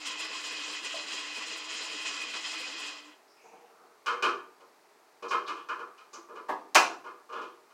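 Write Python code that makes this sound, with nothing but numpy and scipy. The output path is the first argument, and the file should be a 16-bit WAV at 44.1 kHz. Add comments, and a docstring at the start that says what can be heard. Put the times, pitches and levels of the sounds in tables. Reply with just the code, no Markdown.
"""Cable pulled through shed studs

An electrical cable rasps through holes in the studs of a bare wooden shed, catching and groaning, then rests.
After a soft rustle come light knocks on the wall, a click, a dull thump and one hard blow.
Random slips and short contacts drive resonant bodies, and a synthetic room carries most of each of them.
Sines make the groan, a hollow tock and the floor; filtered noise makes the rustle and the faint air."""
import sys
import numpy as np
from scipy import signal
from scipy.fft import rfft, irfft, next_fast_len
from scipy.io import wavfile
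from scipy.ndimage import uniform_filter1d, map_coordinates

SR = 44100
rng = np.random.default_rng(int(sys.argv[2]) if len(sys.argv) > 2 else 0)


def dump_mix(stems):
    """Bounce the given channels to the path in sys.argv[1] as a 16-bit WAV at rate SR."""
    frames = np.atleast_2d(stems).T  # one column per channel
    limited = np.clip(frames, -1, 1)  # hard clip at full scale
    pcm = np.round(limited * 32767).astype(np.int16)
    wavfile.write(sys.argv[1], SR, pcm)


N = 340893   # length in samples

# All colours and resonances give relative levels; each sound is scaled to its loudness later.
# Colour of the rasp. Each row: frequency in Hz, level in dB.
RASP_COLOUR = [(60, -47), (130, -46), (200, -20.5), (350, -21), (420, -9.5), (560, -13.5), (800, -13.5),
               (1100, -6.5), (2000, -10), (2300, -11.5), (2700, -1.5), (3700, -9), (7400, -12),
               (9000, -20.5), (10300, -33.5), (15500, -44)]
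# Resonances of cable and stud. Each row: frequency in Hz, half-width in Hz, level in dB.
CABLE_MODES = [(1026, 27, 1.5), (1996, 157, -1), (2531, 64, 8), (3080, 130, 0.5), (3267, 35, 3.5),
               (4070, 150, -2), (4954, 280, -2), (5490, 66, -31.5), (6200, 31, -87), (7076, 90, -2.5),
               (7840, 27, -21)]
# How far each band of the rasp flutters on its own. Each row: frequency in Hz, spread in dB.
FLUTTER_SPREAD = [(400, 3), (1050, 1.5), (2600, 1), (5000, -0.5), (7300, 2.5), (12000, 5)]
# Catches in a hole before the cable jerks free. Each row: time in seconds, strength in dB, time held back in seconds.
CATCHES = [(0.053, 4.5, 0.017), (.195, 3, 0.075), (.33, 1.5, 0.062), (.435, 4, 0.011), (.555, 1, 0.1),
           (.83, 3.2, 0.015), (.95, 2, 0.015), (1.075, 3, 0.07), (1.34, 1.5, 0.07), (1.695, 2, .13),
           (1.8, 2.2, 0.016), (2.05, 5, 0.0091), (2.205, 1, 0.031), (2.334, 5, 0.013), (2.44, 3.5, 0.065),
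           (2.65, 0.5, 0.052), (2.765, 0, .015)]
# Colour of hands rubbing the cable. Each row: frequency in Hz, level in dB.
RUB_COLOUR = [(76, -58), (130, -37), (188, -16.5), (263, -21.5), (432, -10), (471, 3), (520, -22),
              (762, -6), (2500, -38), (3250, -50), (5500, -120)]
# Rubs of the hands. Each row: start in seconds, level in dB before attack and trim, decay in seconds.
RUBS = [(3.435, -53.5, 0.13), (3.515, -53, 0.12), (3.805, -55.5, 0.066)]
# Slides and squeaks of the sheath. Each row: start in seconds, level at the top in dB, centre in Hz,
# half-width in Hz, time to the top in seconds.
SWISHES = [(0.099, -47, 1034, 25, 0.027), (3.271, -67.5, 5130, 350, 0.048), (3.351, -65.5, 2440, 230, .08),
           (3.40, -69.5, 6340, 650, 0.059), (3.499, -73, 2820, 350, 0.08), (3.70, -64, 1250, 150, 0.09),
           (5.28, -50, 5360, 1100, 0.017), (5.461, -49.5, 3770, 700, 0.017), (5.56, -58, 2900, 400, 0.03),
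           (7.322, -55, 3000, 400, 0.045)]
# Knocks on the wall. Each row: time in seconds, then ring, thud and crack in dB before the trim of each layer,
# ring pitch in Hz, thud pitch in Hz.
KNOCKS = [(4.063, -21.5, -40, -41, 1420, 490), (4.112, -28, -42, -54, 1440, 480),
          (4.227, -22.5, -30, -36.5, 1450, 382), (4.25, -23, -34, -48, 1260, 375),
          (4.603, -55.5, -57, -69, 1060, 550), (5.227, -36, -38, -54, 1190, 476),
          (5.311, -20.5, -36, -43, 1090, 477), (5.333, -30, -40, -55, 1070, 480),
          (5.48, -28.5, -40.5, -46.5, 1220, 330), (5.565, -41.5, -54, -61, 993, 356),
          (5.69, -25.5, -44.5, -51.5, 1410, 324), (5.794, -34.5, -43.5, -60.5, 1260, 467),
          (5.979, -47.5, -69, -61.5, 1270, 374), (6.135, -43, -45.5, -60.5, 1180, 332),
          (6.29, -45, -45.5, -73, 1200, 430), (6.356, -38, -44.5, -61.5, 1140, 480),
          (7.044, -37.5, -46, -63.5, 996, 360), (7.066, -38.5, -61, -64, 1200, 475),
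          (7.294, -39, -47.5, -65, 1240, 463), (7.327, -32.5, -43, -56.5, 1190, 540),
          (7.365, -33, -40.5, -60, 1250, 471), (7.415, -43, -45.5, -56.5, 1040, 342),
          (7.699, -54, -68, -73, 1070, 590)]
# Colour of the stud wall. Each row: frequency in Hz, level in dB.
WALL_COLOUR = [(60, -69), (110, -39), (200, -22.5), (310, -10), (500, -10), (730, -14), (1030, 4.5),
               (1400, -5), (1700, -7), (1920, -22.5), (2450, -8.5), (3150, -25), (4000, -29), (9000, -55.5)]
# Resonances of the stud wall. Each row: frequency in Hz, half-width in Hz, level in dB before a random change.
WALL_MODES = [(378, 26, -5), (473.2, 15, 0), (618, 21, -8), (1046, 52, 2.5), (1182, 51, 7), (1288, 18, 5),
              (1415, 30, 4.5), (1680, 68, -5.5), (2132, 37, -9), (2458, 79, -6), (2910, 93, -14),
              (3140, 24, -9)]
# Colour of the bright crack of the touch. Each row: frequency in Hz, level in dB.
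CRACK_COLOUR = [(200, -53), (1500, -33), (3000, 2), (5000, 2.5), (6600, -3.5), (8500, -12), (11000, -22),
                (15500, -32)]
# Resonances of the crack. Each row: frequency in Hz, half-width in Hz, level in dB.
CRACK_MODES = [(2950, 75, 8), (4120, 100, -3), (5230, 96, -13), (6200, 200, -11.5)]
# Colour of the click. Each row: frequency in Hz, level in dB.
CLICK_COLOUR = [(200, -60), (2500, -22), (4300, -14), (4700, -8), (5400, -8), (6200, -4), (7000, -7),
                (8000, -21), (12000, -39)]
# Colour of the dull thump. Each row: frequency in Hz, level in dB.
THUMP_COLOUR = [(53, -79.5), (90, -55), (286, -15), (362, -13), (478, -10.5), (555, -18), (605, -9),
                (948, -7), (1200, -7), (1360, -28), (1690, -15), (2280, -33), (2480, -31), (3280, -34.5),
                (15000, -55.5)]
# Resonances of the thump. Each row: frequency in Hz, half-width in Hz, level in dB.
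THUMP_MODES = [(420, 76, -22), (940, 130, 5), (1180, 27, 4), (1700, 82, -1), (2080, 32, -6),
               (2420, 24, -21)]
# Colour of the snap that leads the hard blow. Each row: frequency in Hz, level in dB.
SNAP_COLOUR = [(100, -32), (600, -5.5), (2500, -4), (4500, -0.5), (6300, 0), (9000, -11.5), (12000, -18.5),
               (15800, -22)]
# Colour of the hard blow. Each row: frequency in Hz, level in dB.
BLOW_COLOUR = [(53, -83), (90, -53.5), (127, -34), (359, -5.5), (392, -3), (553, -5), (630, 1), (1150, 3.5),
               (1290, 0.5), (1400, 1), (1940, -6.5), (2510, 0), (3630, -18), (6100, -30.5), (15800, -57.5)]
# Resonances of the blow. Each row: frequency in Hz, half-width in Hz, level in dB.
BLOW_MODES = [(1010, 15, -6), (1220, 46, 3), (1650, 43, -0.5), (1990, 50, -10), (2454, 28, 10),
              (3120, 40, 3), (3630, 55, -17), (5140, 24, -5), (5500, 64, -13), (6400, 62, -18)]
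# Thuds of the floor. Each row: start in seconds, level in dB.
FLOOR_THUDS = [(4.228, -72), (6.488, -64), (6.75, -63), (7.322, -66)]
# Colour of the still air. Each row: frequency in Hz, level in dB.
AIR_COLOUR = [(15, -90), (25, -54), (241, -13), (425, -1), (473, -3.5), (542, -12), (587, -1.5),
              (710, -5.5), (769, -2), (1320, -7), (1430, -9), (2460, -14), (3050, -20.5), (4450, -17),
              (15800, -29.5)]
# Decay of the shed. Each row: frequency in Hz, time to fall 60 dB in seconds before the life factor.
SHED_DECAY = [(150, 1), (400, 0.63), (1200, 0.57), (2700, 0.4), (6000, 0.55), (13000, 0.22)]

# The pull: start and end of the slowing (s), level (dB), fall while slowing, extra fall once stopped (dB per s)
SLOWING_S, STOP_S, PULL_DB, RUN_OUT_DB_PER_S, STOP_DB_PER_S = 2.874, 3.12, -38.5, 84.5, 70
# A jerk rises quickly and dies away (s); its height against the dip
BREAK_FREE_S, JERK_S, JERK_SHARE = 0.011, 0.071, 1.08
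# Low scrape of the stud (dB), and the share of the effort that it follows
SCRAPE_DB, SCRAPE_FOLLOWS = -38, 0.65
# Treble of the rasp against its middle (dB), and the share of the effort that it gains on top
BRIGHT_DB, BRIGHT_FOLLOWS = -2.5, 0.15
# Groan: pitch while pulling and while slowing (Hz), level (dB), share of the effort it follows
GROAN_HZ, GROAN_SLOW_HZ, GROAN_DB, GROAN_FOLLOWS = 306.7, 297, -56.5, 0.091
RUB_ATTACK_S = 0.012
CONTACT_S = 0.0065   # decay of a knock's force on the wall
# The sharper the crack, the more the wall's upper modes ring: level (dB) at the usual crack (dB), dB per dB
UPPER_RING_DB, UPPER_FOLLOWS, USUAL_CRACK_DB = -33, 1.17, -48.5
AIR_DB = -62
CUTOFF_HZ = 15950


def from_db(db):
    """Decibels to gain."""
    return 10 ** (np.asarray(db) / 20)


def rms_one(x):
    """Scale to unit rms."""
    return x / np.sqrt(np.mean(x ** 2) + 1e-20)


def at_hz(points, hz):
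    """Read a table on a log-frequency axis."""
    points = np.array(points)
    return np.interp(np.log(hz + 1e-3), np.log(points[:, 0]), points[:, 1])


def drift(rate):
    """Smooth random wander with unit rms, through rate random points per second."""
    knots = rng.standard_normal(4000)
    coarse = np.arange(0, N + 32, 32)
    curve = map_coordinates(knots, [coarse / SR * rate], order=3, mode="wrap")
    return rms_one(np.interp(np.arange(N), coarse, curve))


def add(out, s, sound):
    """Mix a sound in at time s."""
    at = max(0, int(s * SR))
    out[at:at + len(sound)] += sound[:max(0, N - at)]


def through(x, response):
    """Pass a signal through a response."""
    return signal.fftconvolve(x, response)[:len(x)]


def split(x, low_hz, high_hz):
    """Bass, middle and treble of a sound, which sum back to it."""
    half = next_fast_len(len(x))
    spectrum, hz = rfft(x, 2 * half), np.linspace(0, SR / 2, half + 1)
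    low = irfft(spectrum / (1 + (hz / low_hz) ** 6))[:len(x)]
    below_treble = irfft(spectrum / (1 + (hz / high_hz) ** 6))[:len(x)]
    return low, below_treble - low, x - below_treble


def even_out(x, width_hz):
    """Keep timing and fine ripple, but flatten the broad spectrum to about unit energy."""
    spectrum = rfft(x, 2 * len(x))
    bins = max(3, int(width_hz * 2 * len(x) / SR))
    broad = uniform_filter1d(np.abs(spectrum) ** 2, bins)
    return irfft(spectrum / np.sqrt(np.abs(broad) + 1e-12))[:len(x)]


def body(colour, modes=(), ring_db=0., size=4096):
    """Causal response of a body: a broad colour with resonances standing on it."""
    hz = np.arange(size // 2 + 1) * SR / size
    power = rms_one(from_db(at_hz(colour, hz))) ** 2
    if len(modes):
        peaks = 0
        for f, width, db in modes:
            radiation = np.minimum(hz / f, 1) ** 2   # a resonance radiates poorly below its own pitch
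            peaks = peaks + (from_db(db) * radiation / (1 + ((hz - f) / width) ** 2)) ** 2
        power = power + from_db(ring_db) ** 2 * peaks / peaks.mean()
    cepstrum = irfft(np.log(power / power.mean() + 1e-12) / 2)
    cepstrum[1:size // 2] *= 2   # minimum phase: nothing sounds before the touch
    cepstrum[size // 2 + 1:] = 0
    return irfft(np.exp(rfft(cepstrum)))


def shed(build_s, early_db, direct=1., life=0.73, size=32768):
    """Room response: sparse early echoes over a thickening tail, each band dying at its own rate; life scales it."""
    t, hz = np.arange(size) / SR, np.arange(size // 2 + 1) * SR / size
    tail = rng.standard_normal(size) * (1 - np.exp(-t / build_s))
    early = rng.choice([-1., 1.], size) * (rng.random(size) < 600 / SR) * (t > .003)
    early[0] = direct
    spectrum = rfft(tail + from_db(early_db) * early * np.exp(-t / 0.051))
    centres = np.geomspace(125, 16000, 8)
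    room = np.zeros(size)
    for f, share in zip(centres, np.eye(len(centres))):
        band = irfft(spectrum * at_hz(list(zip(centres, share)), hz))
        room += band * from_db(-60 * t / (life * at_hz(SHED_DECAY, f)))
    return room


def contact(rise_s, length_s, size=8192):
    """A run of tiny slips under a force that builds and lets go."""
    t = np.arange(size) / SR
    slips = rng.choice([-1., 1.], size) * (rng.random(size) < 900 / SR)
    slips[0] = 1
    return slips * (1.15 - np.exp(-t / max(rise_s, 1e-4))) * np.exp(-t / max(length_s, 1e-3))


def strike(response, room, rise_s, length_s):
    """One contact on a body, heard across the room; its energy equals 70 ms at rms 1."""
    excitation = even_out(through(room, contact(rise_s, length_s)), width_hz=109)
    sound = through(excitation, response)
    return sound / np.sqrt(np.sum(sound ** 2) / (.07 * SR))


def pull_effort():
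    """Effort in dB about its steady value: it sags at each catch, overshoots as the cable frees, and runs out."""
    t = np.arange(N) / SR
    effort_db = -RUN_OUT_DB_PER_S * np.maximum(t - SLOWING_S, 0) - STOP_DB_PER_S * np.maximum(t - STOP_S, 0)
    for s, db, held_s in CATCHES:
        dip = np.exp(-((t - s) / held_s) ** 4)
        jerk = JERK_SHARE * np.exp(-((t - s) / JERK_S) ** 2)
        # tanh turns the first shape into a dip and the second into a surge
        effort_db = effort_db + db * np.where(t < s, dip, jerk) * np.tanh((t - s) / BREAK_FREE_S)
    return effort_db


def rasp(effort_db):
    """In two holes the sheath slips over wood fibres thousands of times a second; a harder pull is brighter."""
    slips = rng.standard_normal((2, N)) * (rng.random((2, N)) < 5000 / SR) * from_db(2 * drift(160))
    heard = np.zeros(N)
    for hole in slips:
        heard += through(hole, even_out(shed(build_s=0.011, early_db=15), width_hz=206))
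    sound = rms_one(flutter(through(heard, body(RASP_COLOUR, CABLE_MODES, ring_db=0.0))))
    low, middle, high = split(sound, low_hz=1630, high_hz=5940)
    bright_db = BRIGHT_DB + BRIGHT_FOLLOWS * effort_db + 1.3 * drift(30.24)
    sheath = from_db(PULL_DB + effort_db) * (middle + high * from_db(bright_db))
    scrape = low * from_db(SCRAPE_DB + SCRAPE_FOLLOWS * effort_db)
    return scrape + sheath


def flutter(x):
    """The sheath twists in the hole, so each range of pitch swells by itself."""
    size = next_fast_len(N)
    spectrum, hz = rfft(x, size), np.arange(size // 2 + 1) * SR / size
    centres = np.geomspace(500, 10000, 9)
    out = np.zeros(N)
    for f, share in zip(centres, np.eye(len(centres))):
        band = irfft(spectrum * at_hz(list(zip(centres, share)), hz), size)[:N]
        out += band * from_db(at_hz(FLUTTER_SPREAD, f) * drift(39.94))
    return out


def groan(effort_db):
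    """Regular stick and slip gives a low wavering sine; it sinks and steadies as the cable slows, then fades."""
    t = np.arange(N) / SR
    pulling = np.interp(t, [SLOWING_S - .1, SLOWING_S], [1, 0])
    waver = (0.012 + 0.027 * pulling) * drift(40) + 0.0083 * pulling * drift(9)
    pitch_hz = (GROAN_SLOW_HZ + (GROAN_HZ - GROAN_SLOW_HZ) * pulling) * (1 + waver)
    release = np.exp(-np.maximum(t - STOP_S, 0) / 0.023)
    level = from_db(GROAN_DB + GROAN_FOLLOWS * effort_db + 2.6 * drift(60))
    return release * level * np.sin(2 * np.pi * np.cumsum(pitch_hz) / SR)


def tock():
    """A hollow tock during the pull: two low modes, the lower outlasting the upper."""
    out, t = np.zeros(N), np.arange(SR // 4) / SR
    upper = np.sin(2 * np.pi * 655 * t) * from_db(-60 * t / 0.13)
    lower = 0.31 * np.sin(2 * np.pi * 590 * t) * from_db(-60 * t / 0.44)
    onset = (1 - np.exp(-t / 0.0011)) ** 2
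    add(out, .941, from_db(-34.0) * (upper + lower) * onset)
    return out


def rustle():
    """Hands rub along the cable as coloured noise; its sheath swishes and squeaks as bands of noise."""
    rub_power, t = np.zeros(N), np.arange(SR // 2) / SR
    for s, db, decay_s in RUBS:
        swell = from_db(db) * (1 - np.exp(-t / RUB_ATTACK_S)) * np.exp(-t / decay_s)
        add(rub_power, s, swell ** 2)
    rubbing = rms_one(through(rng.standard_normal(N), body(RUB_COLOUR)))
    out = np.sqrt(rub_power) * rubbing * from_db(1.0 + 0.96 * drift(50))
    for s, db, hz, width_hz, top_s in SWISHES:
        edges_hz = [max(hz - width_hz, 100), hz + width_hz]
        band = signal.butter(2, edges_hz, "band", fs=SR, output="sos")
        hiss = rms_one(signal.sosfilt(band, rng.standard_normal(len(t))))
        add(out, s, from_db(db) * hiss * t / top_s * np.exp(1 - t / top_s))
    return out


def knocks():
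    """A short crack comes straight from the touch; the whole wall answers more slowly with thud and ring."""
    out, crack = np.zeros(N), body(CRACK_COLOUR, CRACK_MODES, ring_db=-1.5)
    from_wall = shed(build_s=0.012, early_db=17.5, direct=1.02, life=0.75)
    from_touch = shed(build_s=0.00043, early_db=4.5, direct=3.7)
    for s, ring_db, thud_db, crack_db, ring_hz, thud_hz in KNOCKS:
        modes = [(hz, width, db + 2 * rng.standard_normal()) for hz, width, db in WALL_MODES]
        spot = [(ring_hz, 90, 3), (thud_hz, 45, -5)]   # each spot on the wall favours two pitches of its own
        wall = body(WALL_COLOUR, modes + spot, ring_db=5.5)
        answer = strike(wall, from_wall, rise_s=0.009, length_s=CONTACT_S)
        thud, ring, upper = split(answer, low_hz=800, high_hz=2100)
        upper_db = UPPER_RING_DB + UPPER_FOLLOWS * (crack_db - USUAL_CRACK_DB)
        touch_s = s - .003   # crack and answer both start 3 ms ahead of the listed time
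        add(out, touch_s, thud * from_db(thud_db + 8) + ring * from_db(ring_db - 7.5) + upper * from_db(upper_db))
        snap = strike(crack, from_touch, rise_s=0.00074, length_s=CONTACT_S / 2)
        add(out, touch_s, from_db(crack_db - 3.0) * snap)
    return out


def single_contacts():
    """A plastic click, a dull thump and a hard blow led by a snap, each a contact on a body of its own colour."""
    out, room = np.zeros(N), shed(build_s=0.0022, early_db=19.5, direct=1.0)
    thump = body(THUMP_COLOUR, THUMP_MODES, ring_db=-7)
    blow = body(BLOW_COLOUR, BLOW_MODES, ring_db=-11.5)
    add(out, 6.131, from_db(-52.5) * strike(body(CLICK_COLOUR), room, rise_s=0.0016, length_s=0.006))
    add(out, 6.485, from_db(-31.5) * strike(thump, room, rise_s=.008, length_s=0.0073))
    add(out, 6.747, from_db(-25.0) * strike(body(SNAP_COLOUR), room, rise_s=.001, length_s=0.0017))
    add(out, 6.752, from_db(-17.0) * strike(blow, room, rise_s=0.002, length_s=0.002))
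    return out


def floor_thuds():
    """The floor gives a little under some of the contacts: a 55 Hz sine that dies within milliseconds."""
    out, t = np.zeros(N), np.arange(SR // 8) / SR
    for s, db in FLOOR_THUDS:
        add(out, s, from_db(db) * np.sin(2 * np.pi * 55 * t) * np.exp(-t / 0.0077))
    return out


def still_air():
    """Faint steady noise, coloured as the background of the shed."""
    return from_db(AIR_DB) * rms_one(through(rng.standard_normal(N), body(AIR_COLOUR)))


def scene():
    """All sources over the faint background of the shed."""
    effort_db = pull_effort()
    cable = rasp(effort_db) + groan(effort_db) + tock() + rustle()
    contacts = knocks() + single_contacts() + floor_thuds()
    return (cable + contacts + still_air())[None]


def record(dry):
    """Cut the top steeply with an elliptic low-pass."""
    low_pass = signal.ellip(12, .1, 80, CUTOFF_HZ, fs=SR, output="sos")
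    return signal.sosfilt(low_pass, dry)


dry = scene()
out = record(dry)
dump_mix(out)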